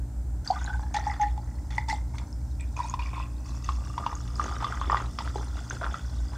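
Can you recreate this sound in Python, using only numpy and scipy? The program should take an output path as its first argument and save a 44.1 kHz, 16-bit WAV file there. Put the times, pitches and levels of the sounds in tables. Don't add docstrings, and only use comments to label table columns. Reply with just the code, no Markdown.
import sys
import numpy as np
from scipy import signal
from scipy.fft import rfft, irfft, next_fast_len
from scipy.io import wavfile
from scipy.ndimage import uniform_filter1d

SR = 44100
rng = np.random.default_rng(int(sys.argv[2]) if len(sys.argv) > 2 else 0)


def store_pcm(level_fs):
    pcm = np.round(np.clip(level_fs, -1, 1) * 32767).astype(np.int16)
    wavfile.write(sys.argv[1], SR, np.atleast_2d(pcm).T)


N = 280917

# (time [s], level [dB], pitch [Hz], t60 [s])
LARGE_BUBBLES = [(0.5024, -13.5, 760, 0.034), (0.5127, -24, 880, .024), (0.5243, -33, 985, .04),
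                 (0.5593, -33, 1210, .048), (0.61, -37, 1480, .06), (0.6765, -29, 1590, 0.016),
                 (0.698, -29.5, 1493, 0.04), (0.735, -30.5, 1526, 0.047), (0.829, -40, 850, .052),
                 (0.9428, -23, 823, 0.039), (0.9637, -22.5, 884, 0.043), (1.0667, -22.5, 848, 0.043),
                 (1.0945, -27.5, 820, 0.048), (1.196, -21.5, 843, 0.1), (1.2187, -20.5, 830.7, 0.12),
                 (1.234, -23, 840, 0.041), (1.3769, -31, 846, 0.025), (1.7802, -21, 894, 0.025),
                 (1.8849, -30, 883, .037), (1.897, -27, 883, .07), (1.9271, -20.5, 853, 0.022),
                 (2.791, -23.5, 960, 0.019), (2.8014, -20, 985, 0.029), (2.8444, -30, 915, .034),
                 (2.9387, -20, 1010, 0.017), (2.9906, -30, 963, 0.033), (3.179, -30, 967, 0.024),
                 (3.1999, -25.5, 1030, 0.0093), (3.6896, -17, 1117, .013), (3.979, -20, 970, 0.015),
                 (4.064, -15.5, 976, 0.014), (4.1284, -24.5, 990, .009), (4.3961, -15, 1202, 0.015),
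                 (4.6248, -23.5, 885, 0.015), (4.6433, -19, 1160, 0.023), (4.7237, -24, 1410, .0095),
                 (4.814, -16, 1110, 0.009), (4.8985, -11.5, 1050, 0.0076), (4.918, -16, 1180, 0.022),
                 (4.9287, -15.5, 890, .01), (4.9454, -9, 1110, 0.0077), (4.9707, -19, 1320, .006),
                 (5.1871, -20.5, 1160, 0.008), (5.2051, -27.5, 907, 0.023), (5.2762, -23.5, 1390, 0.0042),
                 (5.3572, -23.5, 837, 0.016), (5.3585, -26.5, 412, 0.02), (5.7086, -22, 1460, 0.0093),
                 (5.8165, -30, 680, .032), (5.8428, -20, 1390, 0.0075), (5.8653, -21, 1230, .0045),
                 (5.942, -22, 1310, 0.014)]
# (time [s], first resonance [Hz], second resonance [Hz])
COLUMN_MODES = [(.5, 780, 1490), (.78, 840, 1560), (.97, 822, 1830), (1.25, 785, 1940), (1.9, 880, 1990),
                (2.6, 940, 2400), (2.85, 1006, 2470), (3.25, 1060, 2550), (3.75, 1160, 2670),
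                (4.4, 1235, 3040), (5, 1248, 3250), (5.7, 1430, 3630), (6.37, 1550, 3460)]
# (frequency [Hz], relative density [dB])
AMBIENT_SPECTRUM = [(59, -25), (100, -5.5), (177, -14), (306, -18), (448, -30), (566, -28.5), (863, -27),
                    (1210, -40), (1340, -33.5), (2050, -44), (2880, -52), (6420, -44.5), (7140, -42),
                    (7770, -41.5), (11000, -52), (15600, -53)]


def amp(db):
    return 10 ** (np.asarray(db) / 20)


def along(points, hz):
    f, v = np.transpose(points)
    return np.interp(np.log(hz + 1), np.log(f + 1), v)


def curves(rows):
    times, *columns = np.transpose(rows)
    return [np.interp(np.arange(N) / SR, times, column) for column in columns]


def filtered(x, response):
    size = next_fast_len(N + SR // 2)
    return irfft(rfft(x, size) * response(np.fft.rfftfreq(size, 1 / SR)), size)[..., :N]


def noise(spectrum):
    x = filtered(rng.standard_normal(N), lambda hz: amp(along(spectrum, hz)))
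    return x / np.sqrt(np.mean(x ** 2) + 1e-20)


def resonate(x, hz, width_hz):
    turn = np.exp(2j * np.pi * np.cumsum(hz * np.ones(N)) / SR)
    pole = np.exp(-np.pi * width_hz / SR)
    return 2 * (turn * signal.lfilter([1 - pole], [1, -pole], x / turn)).real


def place(times, sounds):
    at = np.round(np.maximum(times, 0) * SR).astype(int) + np.arange(sounds.shape[1])
    return np.bincount(at.ravel(), sounds.ravel(), N)[:N]


def steady(x, span_s):
    size = int(span_s * SR) + 1
    power = np.abs(uniform_filter1d(uniform_filter1d(x ** 2, size), size))
    return x / np.sqrt(power + 0.058 * power.mean())


def motor_and_ambience():
    # (frequency [Hz], rms level [dB])
    partials = [(58.6, -42), (60.3, -36), (117.2, -48), (120, -47), (175.8, -57.5), (237, -58.5),
                (293, -56), (586, -69)]
    # (frequency [Hz], relative density [dB])
    rumble_spectrum = [(18, -40), (27, -17), (40, -17.5), (54, 3.5), (72, 0.5), (92, -11), (110, -23.5),
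                       (160, -37), (300, -88)]
    t = np.arange(N) / SR
    hum = sum(np.sqrt(2) * amp(db) * np.sin(2 * np.pi * (hz * t + rng.random())) for hz, db in partials)
    return hum + amp(-36) * noise(rumble_spectrum) + amp(-46.5) * noise(AMBIENT_SPECTRUM)


def flow_levels():
    # (start [s], length [s], gurgle [dB], splash [dB], fizz [dB])
    surges = [(0.444, 0.058, -46, -58, -47), (0.524, 0.15, -44, -51, -53), (0.67, 0.15, -44, -59, -60),
              (0.939, 0.042, -36, -40.5, -46), (1.034, 0.11, -41.5, -48.5, -51),
              (1.202, 0.03, -46.5, -38.5, -50), (1.701, 0.082, -51, -49, -53),
              (1.881, 0.022, -37, -37.5, -36.5), (2.135, 0.084, -50, -61, -60),
              (2.593, 0.022, -66, -50, -71), (2.761, 0.15, -44, -51.5, -50.5), (2.99, 0.11, -47, -50, -55),
              (3.127, 0.10, -44, -47.5, -59), (3.451, 0.13, -54, -61, -54.5),
              (3.636, 0.09, -54.5, -52, -51.5), (3.841, 0.051, -50, -60, -58),
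              (3.972, 0.15, -41, -65.5, -61), (4.352, 0.04, -45.5, -68, -51), (4.404, 0.16, -38, -52, -51),
              (4.601, 0.20, -39, -49.5, -55.5), (4.81, 0.073, -40.5, -47.5, -61.5),
              (4.895, 0.11, -35, -47, -54), (5.184, 0.097, -45, -52, -53), (5.343, 0.091, -44, -56, -54),
              (5.546, 0.04, -45.5, -51.5, -59), (5.698, 0.06, -45, -50, -52), (5.81, 0.044, -35, -51, -64),
              (5.906, 0.088, -49.5, -50.5, -61), (6.314, 0.05, -47, -62, -65)]
    # (time [s], gurgle [dB], splash [dB], fizz [dB])
    trickle = [(0.42, -79, -85, -78), (0.55, -55, -68, -61), (1.3, -56, -73, -64.5), (2.5, -70, -81, -63.5),
               (3.35, -67.5, -68, -63), (3.8, -51, -61, -55.5), (5.1, -57.5, -60.5, -55),
               (5.9, -51, -61, -55), (6.37, -59, -61.5, -58)]
    attack_s, sag_db_per_s = 0.007, 26.5
    release_db_per_s = (175, 229, 264)
    t = np.arange(N) / SR
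    power = amp(curves(trickle)) ** 2
    for start, length, *db in surges:
        on = (t > start) & (t < start + length + 0.5)
        age = t[on] - start
        release_db = np.outer(release_db_per_s, np.maximum(age - length, 0))
        fall_db = sag_db_per_s * (age - length / 2) + release_db
        power[:, on] += (np.minimum(age / attack_s, 1) * amp(np.array(db)[:, None] - fall_db)) ** 2
    return 10 * np.log10(power)


def ring(times, db, hz, t60, swell, rise, samples):
    t = np.arange(samples) / SR
    envelope = (1 - np.exp(-t / (swell * t60))) * amp(-60 * t / t60)
    envelope /= envelope.max(axis=1, keepdims=True)
    gliding_hz = hz * (1 + rise * (np.minimum(t / t60, 1) - 1 / 5))
    phase = 2 * np.pi * np.cumsum(gliding_hz, axis=1) / SR
    return place(times, amp(db) * envelope * np.sin(phase))


def swarm(per_s, hz, spread, cycles, scatter_db):
    draw = np.clip(rng.standard_normal((int(per_s * N / SR), 3, 1)), -2, 2)
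    times = rng.uniform(0, N / SR, (len(draw), 1))
    pitch = hz * np.exp(spread * draw[:, 0])
    t60 = cycles / pitch * 2 ** (draw[:, 1] / 2)
    return ring(times, scatter_db * draw[:, 2], pitch, t60, swell=0.032, rise=0.022, samples=800)


def column_strength():
    return np.interp(np.arange(N) / SR, [3.1, 4.4], [1, 0.27])


def upper_modes(x, direct):
    # (frequency [Hz], bandwidth [Hz], gain [dB])
    cross_modes = [(1955, 73, -6), (3480, 110, 1), (4860, 390, -11.5)]
    second = column_strength() * resonate(x, curves(COLUMN_MODES)[1], width_hz=160)
    return direct * x + second + sum(amp(db) * resonate(x, hz, width) for hz, width, db in cross_modes)


def stream(gurgle_db, splash_db, fizz_db):
    # (frequency [Hz], relative density [dB])
    froth_spectrum = [(2500, -16), (3700, -12), (5000, 4), (6200, -0.5), (7800, -4), (9700, -11.5),
                      (11000, -23.5)]
    first_hz, second_hz = curves(COLUMN_MODES)
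    strength = column_strength()
    large = swarm(per_s=280, hz=1150, spread=0.28, cycles=9.5, scatter_db=5.0)
    pockets = swarm(per_s=200, hz=410, spread=0.32, cycles=5.1, scatter_db=0.5)
    column = resonate(large, first_hz, width_hz=78)
    column += 0.83 * strength * resonate(large, second_hz, width_hz=87)
    gurgle = 0.2 * large + 0.19 * (1 - strength) * pockets + np.sqrt(strength) * column
    small = swarm(per_s=620, hz=2600, spread=0.25, cycles=21, scatter_db=4.5)
    splash = upper_modes(small, direct=0.14)
    tiny = swarm(per_s=750, hz=5836, spread=0.219, cycles=60, scatter_db=8.5)
    pops = steady(tiny + 0.27 * upper_modes(tiny, direct=0), span_s=0.26)
    froth = np.linspace(0.35, 0.62, N) * noise(froth_spectrum)
    return (amp(gurgle_db - 0.42) * steady(gurgle, span_s=0.035)
            + amp(splash_db - 2.4) * steady(splash, span_s=0.035)
            + amp(fizz_db) * (0.57 * pops + froth))


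def ticks(fizz_db):
    # (time [s], level [dB], pitch [Hz])
    clear_ticks = [(0.4759, -22, 4710), (0.5088, -28, 4570), (0.6434, -30.5, 6740), (0.662, -35, 4000),
                   (0.9405, -31, 6500), (0.9672, -30, 1893), (1.0987, -30.5, 2000), (1.114, -31.5, 2010),
                   (1.215, -29, 6360), (1.2322, -30.5, 1780), (1.7815, -19.5, 2020), (1.898, -27.5, 1947),
                   (1.9108, -26.5, 2070), (2.3276, -39, 5300), (2.6086, -34.5, 7900), (2.6104, -41, 2400),
                   (2.7664, -36, 2480), (2.898, -26, 6660), (2.9947, -35, 2440), (3.0232, -36, 2770),
                   (3.0605, -36, 2330), (3.227, -37, 2640), (3.6445, -32, 6300), (4.1533, -30, 6600),
                   (4.3561, -33.5, 5030), (4.441, -29, 6500), (4.8987, -29, 1825), (4.9188, -32.5, 5150),
                   (4.9703, -28, 1920), (5.19, -29.5, 5050), (5.6997, -26, 6200)]
    strays_per_s, cycles = 12, 46
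    at = rng.integers(0, N, int(strays_per_s * N / SR))
    draw = np.clip(rng.standard_normal((len(at), 2)), -2, 2)
    stray_db = fizz_db[at] + 10 + 2.5 * draw[:, 0]
    stray_hz = 6000 * np.exp(0.15 * draw[:, 1])
    strays = np.column_stack([at / SR, stray_db, stray_hz])
    times, db, hz = np.vstack([clear_ticks, strays]).T[:, :, None]
    tone = ring(times, db - 0.3, hz, cycles / hz, swell=0.062, rise=0.02, samples=1500)
    return tone + 0.22 * upper_modes(tone, direct=0)


def large_bubbles():
    times, db, hz, t60 = np.array(LARGE_BUBBLES).T[:, :, None]
    tone = ring(times, db - 0.7, hz, t60, swell=0.19, rise=0.0078, samples=4500)
    return tone + 0.14 * column_strength() * resonate(tone, curves(COLUMN_MODES)[0], width_hz=71)


def splashes():
    # (time [s], level [dB])
    slaps = [(0.9428, -29), (0.9637, -33), (1.705, -43), (1.7797, -37), (1.8849, -37), (1.897, -32),
             (2.1823, -36.5), (2.9387, -37.5), (2.9913, -42), (3.6893, -37), (3.979, -38), (4.063, -35),
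             (4.276, -46), (4.4387, -43), (4.4868, -43), (4.6248, -42), (4.6429, -34), (4.9705, -37),
             (5.057, -46), (5.1867, -31.5), (5.2051, -40), (5.2572, -44), (5.7076, -44), (5.8422, -43),
             (5.9417, -44)]
    # (frequency [Hz], gain [dB])
    ice_colour = [(500, -25), (1800, 0), (6000, -3), (8500, -12), (12000, -35)]
    # (frequency [Hz], gain [dB])
    drink_colour = [(500, -18), (1700, 1), (2700, 3), (4000, -1), (6000, -5), (12000, -39)]
    rise_s, t60_s = 0.0008, 0.032
    pinches = [(time, -50 + 0.41 * (db + 25)) for time, db, *_ in LARGE_BUBBLES]
    times, db = np.array(slaps + pinches).T[:, :, None]
    t = np.arange(900) / SR
    envelope = (1 - np.exp(-t / rise_s)) * amp(-60 * t / t60_s)
    bursts = place(times, amp(db + 14.5) * envelope * rng.standard_normal((len(times), len(t))))
    on_ice = filtered(bursts, lambda hz: amp(along(ice_colour, hz)))
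    on_drink = filtered(bursts, lambda hz: amp(along(drink_colour, hz)))
    covered = np.interp(np.arange(N) / SR, [2.4, 3.7], [0, 1])
    return upper_modes((1 - covered) * on_ice + covered * on_drink, direct=0.33)


def reverberation(x):
    # (frequency [Hz], t60 [s])
    decay_times = [(300, 0.26), (2000, 0.2), (10000, 0.094)]
    hz, t, spectrum = signal.stft(rng.standard_normal(SR // 2), SR, nperseg=256)
    decay = amp(-60 * t / along(decay_times, hz)[:, None])
    tail = signal.istft(spectrum * decay, SR, nperseg=256)[1]
    return signal.fftconvolve(np.pad(x, (200, 0)), tail / np.linalg.norm(tail))[:N]


def side_gain(hz):
    # (frequency [Hz], coherence [0-1])
    likeness = [(2000, 1), (4000, 0.98), (6000, 0.84), (8000, 0.91), (11000, 0.78)]
    coherence = along(likeness, hz)
    return np.sqrt(np.clip((1 - coherence) / (1 + coherence), 0, 1))


def scene():
    background = motor_and_ambience()
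    gurgle_db, splash_db, fizz_db = flow_levels()
    drink = stream(gurgle_db, splash_db, fizz_db) + ticks(fizz_db) + large_bubbles() + splashes()
    mid = background + drink + amp(-12) * reverberation(drink)
    diffuse = amp(-38.5) * noise(AMBIENT_SPECTRUM) + amp(-15) * reverberation(drink)
    side = filtered(diffuse, side_gain)
    return np.array([mid + side, mid - side])


def record(dry):
    bass_hz, top_hz = 36, 15650
    return filtered(dry, lambda hz: (hz < top_hz) * np.minimum(hz / bass_hz, 1) ** 4)


dry = scene()
out = record(dry)
store_pcm(out)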